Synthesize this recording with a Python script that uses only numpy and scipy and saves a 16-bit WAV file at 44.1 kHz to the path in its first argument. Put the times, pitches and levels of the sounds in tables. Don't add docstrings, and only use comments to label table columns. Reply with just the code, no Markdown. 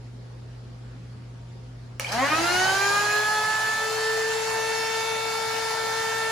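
import sys
import numpy as np
from scipy import signal
from scipy.fft import rfft, irfft, next_fast_len
from scipy.io import wavfile
from scipy.ndimage import uniform_filter1d, map_coordinates

SR = 44100
rng = np.random.default_rng(int(sys.argv[2]) if len(sys.argv) > 2 else 0)


def persist_wave(psi):
    counts = np.round(np.clip(psi, -1, 1) * 32767).astype(np.int16)
    wavfile.write(sys.argv[1], SR, np.atleast_2d(counts).T)


N = 278271

# order, level_db at 0.4, 0.6 and 1.0 of full speed (3 columns), lean_db
STRONG_ORDERS = [(1.0, -49, -31.5, -27.5, 1.5), (2.0, -60, -41, -29, -4.5), (3.0, -47.5, -36.5, -19.5, 0.5),
                 (4.0, -52, -26, -25.5, -2.2)]
STRONG_LEAD_RAD = [0.72, 0.66, 0.58, 0.16]
# order, level_db at 0.4, 0.6 and 1.0 of full speed (3 columns), lean_db
CLEAR_ORDERS = [(5.0, -48, -39, -35.5, 5.5), (6.0, -45, -43.5, -27, -1), (7.0, -78, -40.5, -39.5, -0.5),
                (8.0, -81, -31.5, -35, 2), (10.0, -68, -43, -40.5, 1.5), (12.0, -52, -46.5, -38.5, 6.5),
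                (17.0, -66, -60, -33.5, 0)]
# order, level_db at 0.55, 0.9 and 0.99 of full speed (3 columns)
FAINT_ORDERS = [(9, -39, -43, -45), (11, -56, -37, -43), (13, -54, -42, -56), (14, -50, -45, -41.5),
                (16, -56, -48, -42.5), (18, -47, -50, -43)]
# pitch_hz, spread_hz, gain_db, lean_db
STANDING_WAVES = [(289, 8.7, -12, 4), (320, 4, -4, -6), (362, 4.4, 3.5, 7), (378, 2.7, -5, -13),
                  (408.5, 1.7, -7, 15), (419, 3.7, 4, 10), (417, 0.53, -2, -7), (435.6, 3.6, -5, 11),
                  (433, 1.4, -5, 8), (442.9, 3.93, 11, -2), (447.6, 2.2, -1.5, 13.5), (548, 12.5, 15, 3),
                  (620, 11, -6, -1), (713, 52, 9, 1), (767, 18, 2, 0), (790, 9, -2, 2),
                  (857, 10.1, 12, 3.5), (891.5, 3.3, 7, 5.5), (1040, 13, -7, 0), (1052, 87, -9, 2),
                  (1223, 6.1, 4.5, 0), (1262, 9.3, 4, 2), (1323, 0.74, -10, -1), (1335, 13.3, -7, -4),
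                  (1550, 66, 4.5, -1.5), (1710, 57, 8.5, -2), (1756, 2, 4, 0), (1766, 3.8, 4, 1),
                  (1778.8, 1.07, -14, -16), (1788.1, 1.1, -9.5, 12), (1867, 21, 8, -4), (2083, 24, -10, -2),
                  (2480, 18, -5, 0), (2230, 3.2, -4.5, 2), (2232.1, 6.1, 12, -10.5),
                  (2303, 49.5, -10.5, -1), (2636, 68, -5, 3.5), (2677, 4.4, 4, -3.5),
                  (2684.4, 0.49, -16, -2), (3122, 1.1, -2, -5), (3250, 51, -3, -2), (3574.8, 3.3, 5.5, -2),
                  (4244, 110, 9, -3), (4450, 47, 6.5, 1), (5355, 2.4, 8, -4), (5367, 1.3, 2.5, 5),
                  (6280, 150, 11, -2), (6810, 73, 7, -5), (7611.9, 32, -6, 5)]
# centre_s, spread_s, gain_db
SURGES = [(2.195, 0.031, 5.5), (2.33, 0.0081, 4), (2.45, 0.043, -2), (2.975, 0.0099, 2)]
# order, centre_s, spread_s, gain_db
SWELLS = [(1, 2.205, 0.016, -3), (1, 2.29, .008, -10), (1, 2.375, .01, -8), (1, 2.32, .015, -1),
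          (1, 2.43, 0.017, 3), (1, 2.49, .012, -10), (1, 2.68, 0.015, -4), (1, 2.98, 0.029, -1.5),
          (1, 3.275, .026, -12), (1, 3.755, 0.024, -13), (1, 3.5, .04, 2.5), (2, 2.19, .012, -8),
          (2, 2.34, .01, 3), (2, 2.255, .01, 2.5), (2, 2.28, .012, -5), (2, 3.19, 0.018, -6),
          (2, 4.22, 0.22, -2), (2, 4.17, .03, -12), (2, 2.52, .1, -2), (3, 2.21, .01, 5),
          (3, 2.235, 0.011, -11), (3, 2.27, .012, -2.5), (3, 2.465, .025, -8), (3, 2.57, .04, -8),
          (3, 2.93, 0.07, 2), (3, 3.22, 0.11, -3), (3, 4.27, 0.048, -8.5), (4, 2.235, .015, 6.5),
          (4, 2.29, .012, -11), (4, 3.94, 0.06, -8.5), (4, 4.52, .06, 4), (4, 6.26, 0.23, 2),
          (5, 2.235, .01, -4), (5, 2.33, .01, -2), (5, 2.44, 0.019, -13), (5, 4.06, .025, -14),
          (5, 4.22, .04, -12), (5, 5.0, 0.29, 1.5), (5, 2.76, .04, -9), (5, 5.75, .4, -1),
          (6, 2.13, 0.018, 2), (6, 2.21, 0.027, -8), (6, 2.27, .01, 3), (6, 2.31, 0.01, 7),
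          (6, 2.41, .012, 3), (6, 2.485, 0.018, 12), (6, 3.77, 0.021, -12), (6, 3.33, 0.04, -10),
          (6, 3.9, 0.073, 3.5), (6, 3.62, 0.024, -12), (6, 5.05, 0.22, -0.5), (6, 4.19, .05, -10),
          (6, 5.6, .15, -10), (7, 2.25, .025, 9.5), (7, 2.31, .01, 8), (7, 2.35, .012, -12),
          (7, 2.75, .2, -4), (7, 3.94, 0.28, 4.5), (7, 4.85, .15, 7), (7, 5.26, 0.14, -19),
          (8, 2.23, 0.017, -8), (8, 2.2, .02, 3), (8, 3.07, 0.071, -7), (8, 3.58, 0.12, -7),
          (8, 2.6, .08, 4), (8, 3.97, 0.023, -14), (8, 4.47, 0.07, -10), (9, 2.85, 0.18, -10),
          (9, 4.1, 0.25, -8), (10, 2.21, .02, -5), (10, 2.29, .015, 5), (10, 3.3, 0.044, -4),
          (10, 3.75, 0.1, -6), (10, 4.03, 0.12, 4), (10, 6.35, .25, -5), (11, 2.92, .15, -6),
          (11, 3.95, .15, -11), (11, 4.7, .3, -7), (11, 5.85, .35, 5.5), (12, 3.8, 0.14, -5),
          (12, 4.28, .04, -12), (12, 4.85, .1, 2.5), (12, 5.1, .08, -12), (12, 6.1, .2, -8),
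          (13, 4.6, .4, 7), (14, 4.7, .15, 6.5), (14, 5.6, 0.21, -9), (17, 3.87, 0.16, -3.5),
          (17, 4.95, .25, -5)]
# full_speed_db, growth_db per doubling of speed,
# first_pull_cut_db (negative raises)
AIR = [(-21.5, 10, 5), (-21.5, 18.5, -8)]
# pitch_hz, relative_db
ROAR_SHAPE = [(110, -12.5), (180, -14), (280, -16), (450, -12), (700, -5), (780, -4), (850, 0.5), (950, -5),
              (1200, -8), (1600, -4.5), (2200, -8), (3500, -34), (6000, -19.5)]
# pitch_hz, relative_db
HISS_SHAPE = [(1200, -70), (2500, -3), (3400, -6), (4400, -1.5), (5500, -5), (6500, -5.5), (8000, -8.5),
              (10000, -11), (11500, -17), (13000, -18.5), (15000, -17.5), (17500, -47)]
# pitch_hz, gain_db
ROAR_BOOMS = [(566, 6), (632, 4), (675, 4), (706, 8), (810, -6), (833, 7), (920, 7), (945, 5), (988, 5),
              (1070, 4), (1221, 8), (1398, 3), (1600, 4), (1642, 6), (1690, -4)]
# start_s, roar_db, hiss_db, t60_s
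NOISE_BURSTS = [(2.0, -42, -36, 0.6), (2.12, -35, -30.5, 0.45)]
# time_s, peak_db
WHISTLE = [(2.042, -45), (2.0465, -15.5), (2.05, -22), (2.055, -33), (2.064, -34), (2.069, -22),
           (2.073, -33), (2.09, -31), (2.098, -33), (2.108, -38), (2.125, -29), (2.15, -48)]
# pitch_hz, width_hz, gain_db
HOUSING = [(2274, 38, 0), (2390, 160, -6.5), (3100, 190, -3), (4000, 150, -5), (4750, 40, 0)]
# start_s, relative_db, lean_db, ring_relative_db
CLICKS = [(1.997, -7, -1, 1.5), (2.0044, -42, -16, -5), (2.0462, -36, 5, 18), (2.1174, -32, -3, -8),
          (2.1225, -24, 5, -4)]
# pitch_hz, relative_db, t60_s
SWITCH_MODES = [(545, -10.5, .06), (1300, -12, 0.05), (1750, 2.5, 0.0095), (2260, 0.5, 0.014),
                (2900, 3.5, 0.0092), (5840, -6, 0.016), (7540, 0, 0.0084)]
# pitch_hz, t60_s
SHOP_DECAY = [(300, 0.99), (3000, 0.56), (12000, 0.016)]
# pitch_hz, rms_db, unsteadiness_db
HUM = [(119.9, -41, .35), (359.7, -67, 1.5), (54.5, -52.5, 1.1), (60, -61, 1.5)]
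# multiple of BLADE_HZ, rms_db
BLADES = [(1, -64), (2, -62), (3, -64), (5, -68), (6, -67), (8, -73), (9, -75), (10, -78), (11, -73),
          (13, -80), (14, -79)]
# pitch_hz, relative_db
RUMBLE_SHAPE = [(28, -17), (42, -10), (58, -5), (75, 4), (95, 0), (130, -4), (170, -3.5), (250, 0),
                (320, -9.5)]
# pitch_hz, relative_db
FAN_SHAPE = [(200, -29), (350, -2), (700, -7.5), (1000, -12), (1400, -12), (2400, -17), (5000, -19),
             (6500, -24.5), (9500, -30), (12500, -43), (14000, -42), (15000, -70)]
# pitch_hz, likeness
NEAR_LIKENESS = [(200, 0.96), (1000, 0.4), (3000, 0.31), (6000, 0.25), (8000, 0.72), (10000, .9)]
# pitch_hz, likeness
FAR_LIKENESS = [(130, 0.94), (290, 0.3), (640, 0.12), (1400, .1), (7000, 0.13), (9500, .9)]

FULL_HZ, START_S = 447.7, 1.9627
QUICK_S, SLOW_S, QUICK_SHARE = .1393, .5656, .4753
PULL_S, PULL_HZ_PER_S = 1.98, 1480
CATCH_S, CATCH_RISE_S = 2.086, 0.02
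LATE_S, LATE_FALL_DB_PER_S = 4, 0.75
BUILD_S = 0.0096
SHAKE_DB, SHAKE_S, SHAKE_KNOTS_PER_S = 1.8, .6, 70
TREMBLE_DB, TREMBLE_KNOTS_PER_S = .8, 40
BOOM_SPREAD_HZ = 5
BLADE_HZ = 85
OFFSET_HZ, OFFSET_S = 6800, .00029
TOP_HZ = 15800
GAIN_THRESHOLD_DB, GAIN_MEMORY_S = -37.5, 1.2
SIDES = np.array([[.5], [-.5]])


def amp(db):
    return 10 ** (np.asarray(db) / 20)


def unit(x):
    return x / np.sqrt(np.mean(x ** 2) + 1e-20)


def along(points, hz):
    point_hz, value = np.transpose(points)
    return np.interp(np.log(hz + 1), np.log(point_hz + 1), value)


def bump(x, centre, spread):
    return np.exp(-((x - centre) / spread) ** 2 / 2)


def wander(place):
    knots = rng.standard_normal(int(place.max()) + 4)
    return map_coordinates(knots, [place[::32]]).repeat(32)[:N]


def filtered(x, response):
    m = next_fast_len(N + SR // 2)
    return irfft(rfft(x, m) * response(np.fft.rfftfreq(m, 1 / SR)), m)[..., :N]


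def rush(spectrum, likeness, patchy_db, gate=1):
    z = signal.stft(rng.standard_normal((2, N)), nperseg=512)[2]
    field = uniform_filter1d(rng.standard_normal(z.shape[1:]), size=5, axis=0)
    field = uniform_filter1d(field, size=10, axis=1)
    pair = gate * signal.istft(z * amp(patchy_db * unit(field)), nperseg=512)[1][:, :N]
    shape = [(1, -120), *spectrum, (SR / 2, -120)]

    def mid_side(hz):
        turn = np.arccos(np.clip(along(likeness, hz), -1, 1)) / 2
        return amp(along(shape, hz)) * [np.cos(turn), np.sin(turn)]

    mid, side = filtered(pair, mid_side)
    return unit(np.array([mid + side, mid - side]))


def shaft():
    t = np.arange(N) / SR
    u = np.maximum(t - START_S, 0)
    shortfall = QUICK_SHARE * np.exp(-u / QUICK_S) + (1 - QUICK_SHARE) * np.exp(-u / SLOW_S)
    pull = PULL_HZ_PER_S * np.maximum(t - PULL_S, 0)
    speed = np.minimum(FULL_HZ * (1 - shortfall), pull)
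    return speed, 2 * np.pi * np.cumsum(speed) / SR


def whine(speed, angle):
    out, t = np.zeros((2, N)), np.arange(N) / SR
    share = speed / FULL_HZ
    for (k, *row), usual_lead in zip(STRONG_ORDERS, STRONG_LEAD_RAD):
        db, lean_db = order(speed, k, *row)
        db = db + swell(k)
        db = db + 1.0 * wander(k * speed / 9)
        db = db + TREMBLE_DB * wander(TREMBLE_KNOTS_PER_S * t)
        lead = usual_lead + 0.2 * wander(k * speed / 12)
        level = amp(db + lean_db * SIDES) / np.cosh(lean_db * np.log(10) / 20) ** .5
        out += level * np.sin(k * angle + lead * SIDES)

    shudder_rad = np.interp(share, [.6, 1], [.09, .012])
    angle = angle + shudder_rad * wander(90.0 * t)
    late_db = np.interp(share, [.35, .75], [16, 0])
    faint = [(k, np.interp(share, [.55, .9, .99], db) - late_db, 0, 3.0) for k, *db in FAINT_ORDERS]
    clear_ripple_db = np.interp(share, [.8, .9, .99, .997], [2, 3, 2.5, .8])
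    clear = [(k, *order(speed, k, *row), clear_ripple_db) for k, *row in CLEAR_ORDERS]
    for k, db, lean_db, ripple_db in clear + faint:
        level_ripple, lean_ripple, phase_ripple = [wander(k * speed / 18) for _ in range(3)]
        db = db + swell(k) + 0.61 * wander(2.5 * t)
        level = amp(db + ripple_db * level_ripple + (lean_db + ripple_db * lean_ripple) * SIDES)
        out += level * np.sin(k * angle + rng.uniform(0, 2 * np.pi) + .55 * phase_ripple * SIDES)

    wake = np.clip(speed / 170, 0, 1) ** 3
    surge_db = sum(db * bump(t, s, spread) for s, spread, db in SURGES)
    direct = np.sqrt(2) * wake * amp(surge_db) * out
    echo_gain = np.interp(share, [.6, .9, 1], [.15, .17, .03])
    return direct + shop(direct * echo_gain)


def order(speed, k, low_db, middle_db, full_db, lean_db):
    step = 128
    wave_hz, spread_hz, gain_db, wave_lean_db = np.transpose(STANDING_WAVES)
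    pitch_hz = k * speed[::step, None]
    glide_hz_per_s = np.gradient(pitch_hz, step / SR, axis=0)
    near = bump(pitch_hz, wave_hz, spread_hz) / np.hypot(1, glide_hz_per_s * BUILD_S / spread_hz)
    own_db = np.interp(speed / FULL_HZ, [.4, .6, 1], [low_db, middle_db, full_db])

    def smooth(v):
        return np.interp(np.arange(N), np.arange(0, N, step), v)

    return own_db + smooth(near @ gain_db), lean_db + smooth(near @ wave_lean_db)


def swell(k):
    t = np.arange(N) / SR
    coarse = t[::64]
    db = sum(db * bump(coarse, s, spread) for m, s, spread, db in SWELLS if m == k) + 0 * coarse
    fade = np.exp(-np.maximum(t - CATCH_S, 0) / SHAKE_S)
    return np.interp(t, coarse, db) + SHAKE_DB * fade * wander(SHAKE_KNOTS_PER_S * t)


def air(speed, angle):
    t = np.arange(N) / SR
    full_db, growth_db, first_pull_cut_db = np.transpose(AIR)[..., None]
    pulling = np.exp(-np.maximum(t - CATCH_S, 0) / CATCH_RISE_S)
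    db = full_db + growth_db * np.log2(speed / FULL_HZ + 1e-3) - first_pull_cut_db * pulling
    level = amp(db - LATE_FALL_DB_PER_S * np.maximum(t - LATE_S, 0))
    for s, *spit_db, t60 in NOISE_BURSTS:
        spit = (t > s) * amp(np.array(spit_db)[:, None] - 60 * np.maximum(t - s, 0) / t60)
        level = np.hypot(level, spit)

    def booms(f):
        return amp(sum(db * bump(f, hz, BOOM_SPREAD_HZ) for hz, db in ROAR_BOOMS))

    roar = rush(ROAR_SHAPE, NEAR_LIKENESS, patchy_db=1.5, gate=1 + 0.039 * np.cos(angle))
    roar = unit(filtered(roar, booms))
    hiss = rush(HISS_SHAPE, NEAR_LIKENESS, patchy_db=2.0, gate=1 + 0.13 * np.cos(angle))
    return (speed > 0) * (level[0] * roar + level[1] * hiss)


def whistle(speed, angle):
    level = amp(np.interp(np.arange(N) / SR, *np.transpose(WHISTLE)))
    bars = level * (speed > 0) * (speed < 260) * np.sin(24 * angle)

    def modes(f):
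        return sum(amp(db) * 1j * f * w / (c * c - f * f + 1j * f * w) for c, w, db in HOUSING)

    return np.tile(filtered(bars, modes), (2, 1))


def switch():
    out, t = np.zeros((2, N + SR)), np.arange(SR // 4) / SR
    for s, db, lean_db, ring_db in CLICKS:
        ring = 0
        for hz, mode_db, t60 in SWITCH_MODES:
            level = amp(mode_db + rng.normal(0, 1.4) - 60 * t / t60)
            ring = ring + level * np.sin(2 * np.pi * (hz * t + rng.random()))
        ring = ring * (1 - np.exp(-t / 0.00032))
        crack = np.diff(rng.standard_normal(len(t) + 1))
        crack = crack * amp(-60 * t / 0.0065) * (1 - np.exp(-t / 0.00056))
        first = round(s * SR)
        click = 0.52 * crack + amp(ring_db - 15.5) * ring
        out[:, first:first + len(t)] += amp(db + lean_db * SIDES) * click
    return out[:, :N]


def shop(x):
    hz, t, z = signal.stft(rng.standard_normal((2, SR // 2)), SR, nperseg=256)
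    decay = amp(-60 * t / along(SHOP_DECAY, hz)[:, None])
    tail = signal.istft(z * decay, SR, nperseg=256)[1]
    late = np.pad(x, ((0, 0), (200, 0)))
    return signal.fftconvolve(late, tail / np.linalg.norm(tail[0]), axes=1)[:, :N]


def background():
    t = np.arange(N) / SR
    hum = 0
    for hz, db, sway_db in list(HUM) + [(k * BLADE_HZ, db, 2.5) for k, db in BLADES]:
        level = np.sqrt(2) * amp(db + sway_db * wander(6.86 * t))
        hum = hum + level * np.sin(2 * np.pi * hz * t + 0.36 * sway_db * wander(6.12 * t))
    rumble = amp(-50.5) * rush(RUMBLE_SHAPE, FAR_LIKENESS, patchy_db=1.5)
    fan = amp(-53.5) * rush(FAN_SHAPE, FAR_LIKENESS, patchy_db=1.7)
    return hum + rumble + fan


def scene():
    speed, angle = shaft()
    start = switch() + whistle(speed, angle)
    return whine(speed, angle) + air(speed, angle) + start + amp(-4) * shop(start) + background()


def record(dry):
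    def treble_offset(hz):
        return np.exp(2j * np.pi * OFFSET_S * np.maximum(hz - OFFSET_HZ, 0) * SIDES)

    x = filtered(dry, treble_offset)
    power = uniform_filter1d(np.mean(x ** 2, axis=0), size=4410)
    level_db = 10 * np.log10(np.abs(power) + 1e-12)
    over_db = np.maximum(level_db - GAIN_THRESHOLD_DB, 0)
    memory = round(GAIN_MEMORY_S * SR)
    cut_db = 0.5 * signal.fftconvolve(over_db, np.ones(memory) / memory)[:N]
    return filtered(x * amp(-cut_db), lambda hz: hz < TOP_HZ)


dry = scene()
out = record(dry)
persist_wave(out)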